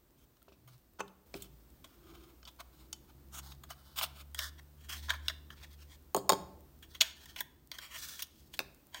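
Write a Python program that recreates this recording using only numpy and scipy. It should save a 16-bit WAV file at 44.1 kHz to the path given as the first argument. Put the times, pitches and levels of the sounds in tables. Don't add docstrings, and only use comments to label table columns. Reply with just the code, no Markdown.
import sys
import numpy as np
from scipy import signal
from scipy.fft import rfft, irfft, next_fast_len
from scipy.io import wavfile
from scipy.ndimage import map_coordinates

SR = 44100
rng = np.random.default_rng(int(sys.argv[2]) if len(sys.argv) > 2 else 0)


def bounce(signal):
    frames = np.transpose(np.atleast_2d(signal))
    limited = np.clip(frames, -1, 1)
    pcm = np.round(limited * 32767).astype(np.int16)
    wavfile.write(sys.argv[1], SR, pcm)


N = 396900
BACKGROUND_STEP_S = 1.26
OPENED_S = 4.3
# f/Hz, level/dB
CRACK_SPECTRUM = [(100, -15.5), (500, -12.5), (1200, -4.5), (3500, -1), (7000, -4), (9000, -3),
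                  (10500, -7.5), (12500, -4.5), (15500, 0.5)]
# from/Hz, to/Hz
PITCH_BANDS = [(110, 500), (580, 1400), (1450, 2300), (2950, 7500), (7700, 17000)]


def clicks():
    # t/s, level/dB, hollow body/dB, sharp edge/dB, contact time/s
    taps = [(.368, -73, 6, -3, .002), (.418, -73, 10, -1, 0.0027), (.675, -66.5, 10, 4, 0.0083),
            (1.079, -61.5, -1, -6, 0.0026), (1.421, -50.5, -12, 5.5, 0.0049), (1.842, -54, 4, -4, 0.0063),
            (2.429, -61.5, 6, -17, 0.0021), (2.452, -53, -10, -18, .003), (2.474, -52, -9, -7, 0.0093),
            (2.602, -57, 11.5, 1, 0.0056), (2.928, -40, -10, -7, 0.002), (3.519, -53.5, -0.5, -8, 0.0039),
            (3.635, -55.5, 8, 1, 0.005), (3.703, -50.5, 11, 1, 0.0077), (4.0117, -43.5, 12, -11, 0.00068),
            (4.3462, -45, -1.5, 4.5, 0.0009), (4.39, -34, -4.5, 1, .0011), (5.094, -35, -2.5, -22, 0.0039),
            (5.1032, -32.5, 7, -6.5, 0.0016), (5.136, -55.5, 12, 5, 0.0051),
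            (5.2822, -28.5, -10.5, -8, 0.0012), (5.295, -43.5, 4, -7, 0.0056),
            (5.503, -52.5, 5, -6, 0.0037), (6.824, -56.5, 1, 2, 0.013), (6.947, -50, -1.5, -0.5, 0.0069),
            (7.0051, -37, -2.5, -9, 0.0023), (7.009, -20, -14, -12, 0.0028),
            (7.0164, -23, -8.5, -4, 0.00081), (7.256, -55.5, 0, 3, 0.0045), (7.36, -46, -0.5, -2, .0055),
            (7.4056, -37.5, 1.5, 8, 0.0024), (7.7155, -41.5, -5, -2.5, 0.001), (7.785, -44.5, 1, 0, .0025),
            (8.192, -46.5, -1, 0, .004), (8.221, -37.5, -13, 4, 0.0059), (8.537, -49, -4, 1.5, 0.0062),
            (8.944, -44.5, 1, -5, 0.00198)]
    # f/Hz, level/dB, ring time/s
    wall_tones = [(3520, 5.5, 0.0028), (3340, -24, 0.094)]
    out = np.zeros(N)
    for s, db, body_db, edge_db, contact_s in taps:
        body = amp(0.5) * ring(wall_tones, detune=0.0015, scatter_db=2.0, size=SR // 8)
        add(body, 0, amp(6) * case_ring(s, detune=0.012, scatter_db=1.0))
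        click = contact(body, contact_s, chatter_db=-15.0, chatter_s=0.062)
        levels = case_levels(s, body_db, body_db, edge_db)
        thud_db = levels[0] - 13.5
        add(out, s, amp(db) * set_bands(click, PITCH_BANDS, [thud_db] + levels, size=SR // 125))
    return out


def desk_knocks():
    # t/s, board level/dB, thump over board/dB, clack over board/dB, contact time/s
    landings = [(0.481, -60.5, -1.5, -10, 0.012), (0.52, -65.5, 2, -4.5, 0.012),
                (0.994, -51, -4, -5, 0.0064), (1.0044, -34.5, -11.5, -9.5, 0.0028),
                (1.3405, -50, -0.5, 3.5, 0.0022), (1.351, -54.5, 9.5, -18, 0.0057),
                (6.1465, -27, -7, -10.5, .0005), (6.165, -33, -9, -11, 0.00027),
                (6.174, -38.5, -0.5, -11.5, 0.0093), (6.2926, -25, -14, 0.5, 0.0012),
                (6.2992, -22, -20, -8, 0.0019), (6.3205, -31.5, -3.5, -3, .002),
                (6.331, -30.5, -7, -7.5, .0037), (8.5915, -42, -14, 10, 0.00038),
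                (8.6011, -44.5, -4, -3, 0.0018)]
    # f/Hz, level/dB, ring time/s
    desk_tones = [(129, -21.5, 0.35), (190.8, -20.5, 0.4), (326, -9.5, 0.1), (398.7, -6, 0.16),
                  (468, -14, 0.065), (534.4, -4.5, 0.073), (619, 6, 0.022), (735, -0.5, 0.039),
                  (883, 0.5, 0.08), (981, -4.5, 0.06), (1092, 2.5, 0.046), (1263, -11, 0.049)]
    stand_tones = [(3260, -3, 0.016), (3765, -3, 0.015), (4000, -10, 0.0087), (4390, 4, 0.012),
                   (5000, -1.5, 0.0099), (6500, -25.5, 0.15), (6880, 0.5, .008), (8540, -11, 0.016)]
    small_part_tones = [(1380, 8.5, 0.0079), (1750, 1.5, 0.0099), (2590, 7, 0.014), (2930, -12, 0.0088),
                        (3620, -14, 0.018), (6100, -3.5, 0.011)]
    out = np.zeros(N)
    t = np.arange(SR // 4) / SR
    for s, db, thump_db, clack_db, contact_s in landings:
        if 6 < s < 7:
            tones, boom_db, middle_db, top_db = stand_tones, -5, -12, 0.32
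        else:
            tones, boom_db, middle_db, top_db = small_part_tones, -11, -6, -12.5
        blow = rng.standard_normal(len(t)) * amp(-60 * t / 0.0064)
        boom = amp(boom_db) * ring(desk_tones, detune=0.0076, scatter_db=-2.0, size=len(t))
        board = boom + blow / np.linalg.norm(blow)
        add(out, s, set_bands(board, PITCH_BANDS[:1], [db + thump_db], size=SR // 50))
        add(out, s, set_bands(board, PITCH_BANDS[1:2], [db], size=SR // 125))
        body = amp(4) * ring(tones, detune=0.008, scatter_db=3, size=SR // 8)
        clack = contact(body, contact_s, chatter_db=-24, chatter_s=0.092)
        top_db -= 4.5 * np.log2(contact_s / 0.001)
        clack = set_bands(clack, PITCH_BANDS[2:], [middle_db, 0, top_db], size=SR // 125)
        add(out, s, amp(db + clack_db) * clack)
    return out


def scrapes(grain_db, judder_db, hollow_db, swell):
    # fastest moment/s, speeding up/s, slowing down/s, level/dB, firmness/dB
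    strokes = [(.22, 0.052, 0.037, -69.5, -1), (0.701, 0.036, 0.12, -72.5, 3.5),
               (0.997, 0.011, .02, -51, 17), (1.365, 0.033, 0.13, -60.5, -1),
               (1.879, 0.028, 0.13, -72.5, 6.5), (2.25, 0.35, 0.11, -69, 9.5),
               (2.486, 0.034, 0.014, -62, 10), (2.605, 0.021, 0.016, -55, 13.5),
               (2.819, .11, 0.064, -68, 5), (3.1, 0.036, 0.019, -72, 11.5), (3.379, .066, 0.035, -50, 2.5),
               (3.459, 0.052, 0.11, -60, 3), (3.71, 0.025, 0.037, -53, 6.5), (3.951, 0.32, .038, -69, 3.5),
               (3.99, 0.033, 0.065, -40.5, 1), (4.036, 0.027, 0.036, -40, 0.5),
               (4.2, 0.07, 0.036, -58.5, 4), (4.44, 0.086, 0.064, -41.5, 0.5),
               (4.591, 0.023, 0.014, -63, 7.5), (4.831, 0.065, 0.064, -65, -2.5),
               (4.905, 0.023, 0.082, -46, -1.5), (4.989, 0.081, 0.23, -56.5, -4),
               (5.102, .022, 0.066, -48, 14.5), (5.3, 0.091, 0.059, -58, 0), (5.53, 0.038, 0.023, -66, 7.5),
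               (5.63, .08, 0.057, -61, 3.5), (5.73, 0.05, 0.03, -64.5, -3), (5.819, .05, 0.055, -66, -3.5),
               (5.931, 0.063, 0.041, -61.5, -1), (6.955, 0.07, 0.035, -61, -4.5),
               (7.029, 0.015, 0.12, -51, 1.5), (7.199, 0.053, 0.21, -61, -2),
               (7.402, 0.041, 0.0185, -48.5, 2), (7.735, 0.026, 0.09, -56.5, 0),
               (7.845, 0.069, 0.064, -56, 0.5), (7.956, 0.063, 0.034, -49, 2.5),
               (8.06, 0.14, 0.24, -49.5, -8), (8.178, 0.044, 0.056, -56, -7), (8.38, 0.12, .17, -70.5, -15),
               (8.55, .037, 0.045, -61, -12), (8.96, 0.042, .1, -56, 7.5)]
    out = np.zeros(N)
    t = np.arange(SR * 3 // 5) / SR
    for fastest, rise, fall, db, firm_db in strokes:
        slips = noise(CRACK_SPECTRUM, len(t))
        slips *= amp(grain_db * wobble(1200, len(t)) + judder_db * wobble(64.2, len(t)))
        body = amp(hollow_db + 0.5 * firm_db) * case_ring(fastest, detune=0.016, scatter_db=3.0)
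        levels = case_levels(fastest, firm_db, 0.73 * firm_db, -0.27 * firm_db)
        rub = slips + signal.fftconvolve(slips, body)[:len(t)]
        rub = set_bands(rub, PITCH_BANDS[1:], levels, size=len(t))
        speed = np.abs(np.sin(np.interp(t, [0, rise, rise + fall], [0, np.pi / 2, np.pi])))
        add(out, fastest - rise, amp(db) * speed ** swell * rub)
    return out


def case_ring(s, detune, scatter_db):
    # f/Hz, level/dB, ring time/s
    closed_tones = [(668, -3.5, 0.021), (886, -14.5, 0.051), (1045, 1, 0.0093), (1260, -14, 0.036),
                    (1720, 14, 0.0023), (3050, -5.5, 0.047), (3555, 13.5, 0.0018), (4430, -5.5, 0.023),
                    (5420, 13.5, 0.0018), (6630, 0, 0.014), (8570, -9, 0.0069)]
    open_tones = [(640, -12, 0.044), (1010, -3, 0.019), (1311, -14.5, 0.0079), (1540, 1, 0.0082),
                  (1800, 3, 0.016), (2090, -4.5, 0.0083), (2997, -0.5, 0.0088), (3277, 2.5, 0.014),
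                  (4060, -13.5, 0.041), (4720, -3, 0.0091), (5580, -4, 0.017), (6560, -0.5, 0.0063),
                  (8650, -18.5, 0.0053)]
    return ring(closed_tones if s < OPENED_S else open_tones, detune, scatter_db, size=SR // 16)


def case_levels(s, low_db, middle_db, top_db):
    low, middle, top = (-7, -11.5, 0) if s < OPENED_S else (-9, -3, -4)
    return [low + low_db, middle + middle_db, 0, top + top_db]


def contact(body, contact_s, chatter_db, chatter_s):
    t = np.arange(SR // 8) / SR
    progress = t / max(contact_s, 1 / 4000)
    pulse = (1 - np.exp(-4 * progress)) * np.exp(-progress)
    chatter = amp(chatter_db - 60 * t / chatter_s)
    push = noise(CRACK_SPECTRUM, len(t)) * (pulse + chatter)
    return push + signal.fftconvolve(push, body)[:len(t)]


def ring(tones, detune, scatter_db, size):
    hz, db, ring_s = np.transpose(tones)[:, :, None]
    shift, strength = rng.standard_normal((2, len(tones), 1))
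    t = np.arange(size) / SR
    sign = rng.choice([-1, 1], (len(tones), 1))
    fade = amp(db + scatter_db * strength - 60 * t / ring_s)
    waves = np.sin(2 * np.pi * hz * (1 + detune * shift) * t)
    ringing = np.sum(sign * fade * waves, 0)
    return ringing / np.linalg.norm(ringing)


def finger_ticks(count, db, spread_db):
    # f/Hz, level/dB
    tick_spectrum = [(1000, -14.5), (5000, -5.5), (9000, 0.5), (16000, 0.5)]
    out = np.zeros(N)
    t = np.arange(SR // 100) / SR
    for k, (when, strength) in enumerate(rng.random((count, 2))):
        tick = noise(tick_spectrum, len(t)) * amp(-60 * t / 0.00088)
        add(out, (k + when) * N / SR / count, amp(db + spread_db * strength) * tick)
    return out


def soft_rubs():
    # start/s, end/s, centre f/Hz, level/dB
    rubs = [(.54, 0.814, 124, -62.5), (1.33, 1.47, 59.4, -55), (1.34, 1.597, 138, -65),
            (1.901, 2.443, 329, -62), (2.492, 3.616, 320, -69.5)]
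    out = np.zeros(N)
    for start, end, hz, db in rubs:
        swell = np.sin(np.interp(np.arange(2 * SR) / SR, [0, end - start], [0, np.pi]))
        spectrum = [(hz / 4, -60), (hz / 1.17, -20), (hz, 0), (hz * 1.41, -22), (hz * 4, -70)]
        add(out, start, amp(db) * swell * noise(spectrum, 2 * SR))
    return out


def far_engine():
    # t/s, f/Hz
    firing_rate = [(1.9, 56.34), (3.1, 66), (4.1, 70.7), (4.9, 73.65), (6.1, 72.88), (9, 71.2)]
    # multiple of the firing rate, level/dB
    tones = [(1, -0.5), (2, -13.5), (3, -23.5)]
    # t/s, level/dB
    hum_and_bumps = [(1.5, -60.5), (1.94, -85), (2.1, -61.5), (3.09, -63), (3.42, -51.5), (3.63, -59),
                     (4.05, -51.5), (4.24, -60.5), (4.95, -54), (7.47, -69), (8.29, -66), (8.33, -60),
                     (9.0, -72)]
    hz = curve(firing_rate) * (1 + 0.012 * wobble(25, N))
    phase = 2 * np.pi * np.cumsum(hz) / SR
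    hum = sum(amp(db + 3.8 * wobble(3.6, N)) * np.sin(round(k) * phase) for k, db in tones)
    fade_in = curve([(BACKGROUND_STEP_S, 0), (BACKGROUND_STEP_S + 0.14, 1)])
    return np.sqrt(2) * amp(curve(hum_and_bumps)) * hum * fade_in


def room_noise():
    # f/Hz, level/dB
    rumble_spectrum = [(12, -54), (20, -27), (59, -2), (83, -5.5), (107, -16.5), (138, -8.5), (168, -16),
                       (204, -14), (333, -13), (700, -39), (910, -62), (1540, -120)]
    hiss_spectrum = [(250, -23.5), (500, -1), (1000, -4.5), (2300, -12.5), (4000, -12), (7000, -14.5),
                     (9000, -13.5), (10400, -18.5), (12000, -12), (13500, -9.5), (15300, -4.5), (16000, -9)]
    # t/s, relative level/dB
    hiss_drift = [(1.4, -69), (1.5, -70), (1.78, -70), (6.9, -70.5), (7.16, -73), (7.67, -74),
                  (8.07, -67.5), (8.26, -72.5), (9.0, -69.5)]
    after_step = np.arange(N) / SR > BACKGROUND_STEP_S
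    rumble_db = np.where(after_step, -64.5, -69) + 1.3 * wobble(6.1, N)
    hiss_db = np.where(after_step, curve(hiss_drift), -74) + 2.5
    return amp(rumble_db) * noise(rumble_spectrum, N) + amp(hiss_db) * noise(hiss_spectrum, N)


def room_echo(x, spectrum):
    # f/Hz, ring time/s
    ring_times = [(100, 0.74), (400, 0.75), (1000, 0.56), (3500, 0.46), (8000, 0.36), (15000, 0.28)]
    hz, t, slices = signal.stft(rng.standard_normal(SR), SR, nperseg=256)
    fade = amp(-60 * t / value_at(ring_times, hz)[:, None])
    tail = signal.istft(slices * fade, SR, nperseg=256)[1]
    tail = np.pad(tail / np.linalg.norm(tail), (SR // 150, 0))
    return filtered(signal.fftconvolve(x, tail)[:N], lambda f: amp(value_at(spectrum, f)))


def amp(db):
    return 10 ** (np.asarray(db) / 20)


def rms(x):
    return np.sqrt(np.mean(x ** 2) + 1e-20)


def value_at(points, hz):
    f, values = np.transpose(points)
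    return np.interp(np.log(hz + 1), np.log(f), values)


def curve(points):
    return np.interp(np.arange(N) / SR, *np.transpose(points))


def wobble(rate, size):
    return map_coordinates(rng.standard_normal(4096), [np.arange(size) * rate / SR], mode="wrap")


def filtered(x, gain):
    size = next_fast_len(len(x) + 2048)
    return irfft(rfft(x, size) * gain(np.fft.rfftfreq(size, 1 / SR)), size)[:len(x)]


def noise(spectrum, size):
    x = filtered(rng.standard_normal(size), lambda hz: amp(value_at(spectrum, hz)))
    return x / rms(x)


def set_bands(x, bands, levels_db, size):
    filters = [signal.butter(3, band, "bandpass", fs=SR, output="sos") for band in bands]
    parts = [signal.sosfilt(sos, x) for sos in filters]
    return sum(amp(db) * part / rms(part[:size]) for part, db in zip(parts, levels_db))


def add(track, s, sound):
    part = track[max(round(s * SR), 0):][:len(sound)]
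    part += sound[:len(part)]


def scene():
    handling = clicks() + scrapes(grain_db=2.0, judder_db=3.17, hollow_db=-5.5, swell=1.23)
    handling += finger_ticks(count=50, db=-55.5, spread_db=14.5)
    desk = desk_knocks()
    echo = room_echo(handling, [(300, -16.0), (3500, -19.5), (12000, -21)])
    echo += room_echo(desk, [(150, -7.5), (800, -16.5), (3500, -19.0), (12000, -17)])
    return (handling + desk + echo + soft_rubs() + far_engine() + room_noise())[None]


def record(dry):
    return np.array([filtered(channel, lambda hz: 1 / (1 + (hz / 16100) ** 140)) for channel in dry])


dry = scene()
out = record(dry)
bounce(out)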